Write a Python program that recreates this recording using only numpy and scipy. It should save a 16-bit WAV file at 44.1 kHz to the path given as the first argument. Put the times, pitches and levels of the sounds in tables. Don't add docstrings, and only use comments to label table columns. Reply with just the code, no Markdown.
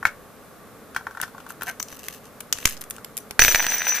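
import sys
import numpy as np
from scipy import signal
from scipy.fft import rfft, irfft
from scipy.io import wavfile
from scipy.ndimage import uniform_filter1d

SR = 44100
rng = np.random.default_rng(int(sys.argv[2]) if len(sys.argv) > 2 else 0)


def master_out(mix):
    frames = np.transpose(np.atleast_2d(mix))
    ceiling = np.clip(frames, -1, 1)
    pcm = np.round(ceiling * 32767).astype(np.int16)
    wavfile.write(sys.argv[1], SR, pcm)


N = 176400
T = np.arange(N) / SR
DROP_S = 3.394

# frequency_hz, level_db
CLAW_SPECTRUM = [(100,-3),(600,-12),(1500,0.5),(2600,3.5),(4000,-1),(5500,0),(7000,1),(8500,-1),(12500,-1.5),(16000,-5)]
# pitch_hz, level_db, t60_s
BELL_LOW_MODES = [(5945,-8,.25),(5986,0,.4),(6020,-15,.1),(7052,-26,.08),(9986,-27,.08)]
BELL_MID_MODES = [(13910,0,.25)]
BELL_HIGH_MODES = [(14700,-4,.15),(14750,0,.2),(14912,-4,.08)]
# pitch_hz, level_db, t60_s
BOARD_MODES = [(970,-5,0.0044),(1695,5,0.0082),(1946,1,0.0089),(2334,-2,0.015),(3460,-16,0.015),(4470,-26,0.0036)]


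def amp(db):
    return 10 ** (np.asarray(db) / 20)


def unit(x):
    return x / np.sqrt(np.mean(x ** 2) + 1e-20)


def unit_energy(x):
    return x / np.sqrt(np.mean(np.sum(x ** 2, axis=-1)) / (SR / 2000))


def at_hz(points, hz):
    frequencies, values = np.transpose(points)
    return np.interp(np.log(hz + 1), np.log(frequencies), values)


def bandpass(x, order, low_hz, high_hz):
    return signal.sosfilt(signal.butter(order, [low_hz, high_hz], "band", fs=SR, output="sos"), x)


def coloured(x, spectrum, tilt_db=0):
    n = x.shape[-1]
    hz = np.fft.rfftfreq(n, 1 / SR)
    octaves = np.log2(np.maximum(hz, 500) / 4000)
    cepstrum = irfft(np.log(amp(at_hz(spectrum, hz) + tilt_db * octaves)), n)
    cepstrum[1:n // 2] *= 2
    cepstrum[n // 2 + 1:] = 0
    return irfft(rfft(x) * np.exp(rfft(cepstrum)), n)


def diffuse(size):
    # frequency_hz, coherence
    likeness = [(50,0.48),(300,0.84),(1200,0.85),(2500,0.63),(5000,0.41),(8000,0.04),(15000,0.38)]
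    coherence = at_hz(likeness, np.fft.rfftfreq(size, 1 / SR))
    mid, side = rfft(rng.standard_normal((2, size)))
    return unit(irfft(np.sqrt(1 + coherence) * mid + np.sqrt(1 - coherence) * side * [[1], [-1]], size))


def ring(x, modes):
    out = 0
    for hz, db, t60 in modes:
        radius = np.exp(-np.log(1000) / (t60 * SR))
        real = radius * np.cos(2 * np.pi * hz / SR)
        out = out + amp(db) * signal.lfilter([1, -real], [1, -2 * real, radius ** 2], x + 1e-18)
    return out


def add(out, start_s, sound):
    i = max(int(start_s * SR), 0)
    out[..., i:i + sound.shape[-1]] += sound[..., :max(N - i, 0)]


def grains(per_s, spread_db):
    sizes = amp(spread_db * np.minimum(rng.exponential(1, N), 3)) * rng.choice([-1, 1], N)
    return sizes * (rng.random(N) < per_s / SR)


def pan(x, left_db):
    return x * amp(np.array([[left_db], [-left_db]]) / 2)


def stroke(start_s, length_s, level_db):
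    return amp(level_db) * np.sin(np.pi * np.clip((T - start_s) / length_s, 0, 1))


def after_drop(time_s, level_db):
    return amp(np.interp(T, time_s, level_db)) * (T > DROP_S)


def room(x, wet_db, t60_s=0.27, delay_s=0.00374, size=16384):
    t = T[:size]
    tail = diffuse(size) * np.exp(-np.log(1000) * t / t60_s) * (t > delay_s)
    return x + amp(wet_db) * signal.fftconvolve(x, unit(tail) / np.sqrt(size), axes=1)[:, :N]


def crack(spectrum, tilt_db, fall_s, rise_s=0.00017, size=2048):
    t = T[:size]
    burst = diffuse(size) * (1 - np.exp(-t / rise_s)) * np.exp(-t / fall_s)
    return unit_energy(coloured(burst, spectrum, tilt_db))


def struck(hits, modes, crack_spectrum, fall_s, low_hz, top_hz, scatter, rise_s, size=2048):
    out, impulse = np.zeros((2, N)), signal.unit_impulse(size)
    for start_s, level_db, tilt, crack_db in hits:
        varied_modes = [
            (hz * (1 + scatter * rng.normal()), db + tilt * np.log2(hz / modes[1][0]) + rng.normal(), t60)
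            for hz, db, t60 in modes]
        high_hz = np.clip(top_hz * 2 ** (0.03 * level_db), 1400, 9000)
        ringing = ring(impulse, varied_modes) * (1 - np.exp(-T[:size] / rise_s))
        body = unit_energy(bandpass(ringing, 4, low_hz, high_hz))
        add(out, start_s, amp(level_db) * (body + amp(crack_db) * crack(crack_spectrum, 0, fall_s)))
    return out


def room_air():
    # frequency_hz, relative_db
    spectrum = [(15, -28), (25, -13.5), (53, -8), (256, -1.5), (285, -4.5), (373, -9.5), (416, -1.5),
                (1020, -13), (1100, -7), (3160, -25), (3520, -23), (4870, -26), (10100, -25),
                (11900, -20.5), (16000, -33)]
    return amp(-46) * unit(coloured(diffuse(N), spectrum))


def handling_knocks():
    # start_s, level_db, tilt_db_per_octave, crack_db_re_body
    hits = [(.0278,-15.5,-4.5,-20),(.033,-33,-2,-25),(.0524,0.5,8,-16),(.068,-19,1,-1.5),(.947,-27,17,-4),(.9628,-9,-3,-10),(.9757,-26,0,-16),(1.0095,-28,-6,-18),
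            (1.068,-14.5,-7.5,-18),(1.109,-27,-8,-11),(1.149,-26,-4,-15),(1.1715,-20.5,-1,-14.5),(1.178,-27,-2,-28),(1.200,-17.5,0,-13),(1.226,-21,8,-5.5),(1.230,-21,0,0),(1.234,-15,5,-14),(1.2395,-25,4,-22),
            (1.278,-33,-7,-5),(1.347,-28,-23,-19),(1.380,-26.5,-14,-12),(1.402,-33.5,-2,-2),(1.464,-27,-12,-10.5),(1.5035,-22.5,-4,-19),(1.610,-23.5,7,-6),(1.620,-17.5,-3,-5.5),(1.633,-25,-12,-7),(2.982,-30,20,-6)]
    # pitch_hz, level_db, t60_s
    modes = [(900,-10,0.027),(1080,2.5,0.021),(1471,12.5,0.014),(1670,3,0.018),(1750,-7,0.02),(2287,-3,0.032),(3070,-9,0.0046)]
    # frequency_hz, level_db
    spectrum = [(100,7.5),(450,-1.5),(1200,-7.5),(2400,3),(3300,3),(4600,-1.5),(6200,0.5),(9000,-4.5),(16000,-7)]
    return amp(0.5) * struck(hits, modes, spectrum, fall_s=0.0061, low_hz=726, top_hz=2820,
                             scatter=0.022, rise_s=0.00047)


def microphone_kicks(fall_s=0.019, recover_s=0.071):
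    # start_s, right_level_db
    kicks = [(0.0507,-36),(2.656,-16.5),(3.3948,-14),(3.4201,-15.5),(3.4485,-18),(3.4828,-20),(3.547,-20)]
    offset = np.zeros(N)
    for start_s, level_db in kicks:
        add(offset, start_s, -amp(level_db) * np.exp(-T / fall_s))
    swing = signal.lfilter([1, -1], [1, -np.exp(-1 / (recover_s * SR))], offset)
    return swing * amp([[-6], [0]])


def claw_clicks(peak_db=8.5, width_octaves=0.34):
    # start_s, level_db, tilt_db_per_octave, resonance_hz
    clicks = [(1.2143,-12.5,0,11100),(1.49,-27,8,13000),(1.505,-27,4,8600),(1.521,-34,5,13000),(1.620,-25,6,12000),(1.6327,-17.5,4.5,12500),(1.8005,-16.5,-4,6300),(1.827,-14.5,2.5,6360),(1.885,-29.5,-1.5,6300),(1.927,-28,-6.5,6400),
              (1.965,-32,4,12000),(1.993,-29,5.5,6500),(2.0838,-15.5,-2.5,12300),(2.4045,-23,1.5,10100),(2.407,-22,-2,12000),(2.5261,-3.5,0.5,5500),(2.532,-14.5,1,6000),(2.556,-31,-9,6000),(2.574,-30,-3,3000),(2.5856,-21,-3.5,8200),(2.628,-26.5,-8,3020),
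              (2.653,-12.5,-1,2600),(2.655,2,-0.5,6170),(2.6697,-16,-2,7000),(2.6749,-13,-1,10000),(2.689,-21,0,7000),(2.696,-20,5,11000),(2.7085,-27,-1,5500),(2.723,-27,3,11500),(2.768,-30,-1.5,4500),(2.7743,-30.5,-0.5,5500),
              (2.8105,-23,4,10000),(2.815,-20.5,-0.5,11900),(2.823,-30,-3.5,12000),(2.8389,-27,0,9300),(2.9,-16,13,12000),(2.908,-16.5,0,9200),(2.9641,-30.5,-1,8000),(3.046,-21,-2,10400),(3.169,-15,4.5,10100),(3.1764,-14,3.5,11500),(3.185,-24,0,11000),(3.309,-18,-4.5,10300)]
    out, hz = np.zeros((2, N)), np.geomspace(100, 16000, 80)
    for start_s, level_db, tilt, resonance_hz in clicks:
        peak = peak_db * np.exp(-.5 * (np.log2(hz / resonance_hz) / width_octaves) ** 2)
        spectrum = np.c_[hz, at_hz(CLAW_SPECTRUM, hz) + peak]
        add(out, start_s, amp(level_db) * crack(spectrum, tilt, fall_s=0.0021))
    return out


def claw_scratches():
    # start_s, length_s, level_db
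    scratches = [(1.48,0.047,-42.5),(1.655,0.067,-34),(1.86,0.18,-45.5),(2.01,0.077,-40),(2.07,0.13,-44),(2.23,0.067,-48),(2.53,0.22,-42.5),(2.655,0.11,-40.5),(2.93,.05,-54)]
    contacts = grains(per_s=470, spread_db=3.3)
    click = crack(CLAW_SPECTRUM, tilt_db=0.7, fall_s=.0015)
    friction = signal.fftconvolve(contacts[None], click, axes=1)[:, :N]
    return sum(stroke(*row) for row in scratches) * unit(friction)


def tray_rub():
    # pitch_hz, level_db, t60_s
    modes = [(737,-11,0.093),(1040,-14,0.023),(1571,-0.5,0.028),(1820,-4,0.0073),(2150,-13,0.016)]
    ringing = ring(grains(per_s=2500, spread_db=0.97), modes)
    return stroke(start_s=1.663, length_s=.048, level_db=-27.5) * unit(bandpass(ringing, 3, 600, 2500))


def bell_tinkles(t60_s=0.12):
    # start_s, level_db
    nudges = [(1.7982,-27.5),(1.882,-49),(1.925,-42),(3.202,-49)]
    force = np.zeros(N)
    for start_s, level_db in nudges:
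        add(force, start_s, amp([level_db]))
    low = ring(force, [(hz, db, t60_s) for hz, db, _ in BELL_LOW_MODES])
    high = ring(force, [(hz, db, t60_s) for hz, db, _ in BELL_MID_MODES + BELL_HIGH_MODES])
    return pan(low + amp(-13) * high, left_db=6.0)


def toy_bounces():
    # start_s, level_db, tilt_db_per_octave
    bounces = [(3.3929,4,2.5),(3.407,-21,1),(3.4201,1,1.5),(3.438,-6.5,6.5),(3.4483,-4.5,5),(3.481,-2.5,2),(3.515,-14.5,2),(3.522,-14,7.5),(3.547,-1,0.5),(3.558,-7,1),(3.5956,-10,-13),(3.603,-8.5,-10),
               (3.6265,-19,3),(3.6431,-14.5,-11),(3.649,-17,-11),(3.6661,-11,6.5),(3.685,-20,0),(3.7198,-13.5,-11),(3.741,-17.5,-14),(3.7674,-24,-15),(3.7893,-25,-10),(3.8056,-16.5,-10),(3.8186,-10,-2.5),
               (3.8689,-10.5,-9.5),(3.874,-20,-16),(3.884,-18,-1),(3.899,-24,-6),(3.9218,-14,-1),(3.95,-20,6),(3.958,-18.5,5),(3.980,-23,-11)]
    # frequency_hz, level_db
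    spectrum = [(100,-1.5),(500,-2),(1500,-7),(3500,7.5),(7000,3),(10000,-0.5),(16000,-6.5)]
    hits = [(start_s, level_db, tilt, -10 + 1.63 * tilt) for start_s, level_db, tilt in bounces]
    return struck(hits, BOARD_MODES, spectrum, fall_s=0.0018, low_hz=600, top_hz=4940,
                  scatter=0.045, rise_s=0.00014)


def toy_roll():
    # time_s, level_db
    envelope = [(3.394,-28),(3.5,-56),(3.6,-40),(3.72,-35.5),(3.84,-36),(3.93,-32),(4,-32.5)]
    boards = ring(grains(per_s=350, spread_db=1.4), BOARD_MODES)
    return after_drop(*np.transpose(envelope)) * unit(bandpass(boards, 1, 800, 3500))


def pellet_rattle(fall_s=0.0026):
    # time_s, level_db
    envelope = [(3.394,-19.5),(3.42,-20.5),(3.46,-26.5),(3.53,-31.5),(3.56,-28.5),(3.64,-28.5),(3.68,-30),(3.76,-34.5),(3.85,-37.5),(3.875,-27),(3.922,-39),(4,-33)]
    # frequency_hz, level_db
    spectrum = [(100,-14.5),(600,3.5),(1500,-4),(3500,3.5),(5000,-0.5),(7000,2.5),(8500,-1),(12500,-8.5),(16000,-17)]
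    energy = signal.lfilter([1], [1, -np.exp(-1 / (fall_s * SR))], grains(per_s=450, spread_db=5.9) ** 2)
    return after_drop(*np.transpose(envelope)) * unit(coloured(diffuse(N) * np.sqrt(energy), spectrum))


def sustained_ring(modes, per_s):
    shared = grains(per_s, spread_db=2)
    ears = np.array([ring(shared + 0.86 * grains(per_s, spread_db=2.2), modes) for _ in range(2)])
    power = uniform_filter1d((ears ** 2).mean(0), size=700)
    return ears / np.sqrt(np.abs(power) + 1e-9)


def bell_jingle():
    # time_s, relative_db
    low_envelope = [(3.394,-23),(3.421,-13),(3.46,-27),(3.49,-22.5),(3.52,-24),(3.54,-38.5),(3.559,-22),(3.58,-35),(3.598,-22),(3.63,-32.5),(3.675,-32.5),(3.696,-23),(3.72,-34.5),(3.745,-22),(3.765,-38),(3.786,-26),(3.84,-37),(3.865,-31.5),(3.889,-20),(3.94,-26.5),(4,-35)]
    # time_s, mid_db, high_db
    overtones = [(3.394,-38,-26),(3.42,-37,-24),(3.44,-22,-31),(3.52,-33,-28),(3.56,-33,-31),(3.64,-38,-35),(3.69,-52,-39),(3.75,-47,-26.5),(3.80,-44.5,-42),(3.86,-61,-42),(3.88,-49,-26),(3.935,-58,-43),(3.955,-52,-29),(4,-58,-41)]
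    time_s, mid_db, high_db = np.transpose(overtones)
    low = after_drop(*np.transpose(low_envelope)) * sustained_ring(BELL_LOW_MODES, per_s=250)
    mid = after_drop(time_s, mid_db) * sustained_ring(BELL_MID_MODES, per_s=290)
    high = after_drop(time_s, high_db) * sustained_ring(BELL_HIGH_MODES, per_s=340)
    return amp(2.05) * pan(low, left_db=2.0) + mid + high


def scene():
    handling = room(pan(handling_knocks() + tray_rub(), left_db=2.7), wet_db=-9.5, t60_s=0.15)
    parrot = room(pan(claw_clicks() + claw_scratches(), left_db=2.0), wet_db=-15)
    toy = room(pan(toy_bounces() + toy_roll() + pellet_rattle(), left_db=0.3), wet_db=-11.5)
    bell = bell_tinkles() + bell_jingle()
    return room_air() + handling + microphone_kicks() + parrot + bell + toy


def record(dry, cutoff_hz=15250):
    return signal.sosfilt(signal.ellip(10, .2, 70, cutoff_hz, fs=SR, output="sos"), np.clip(dry, -1, 1))


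dry = scene()
out = record(dry)
master_out(out)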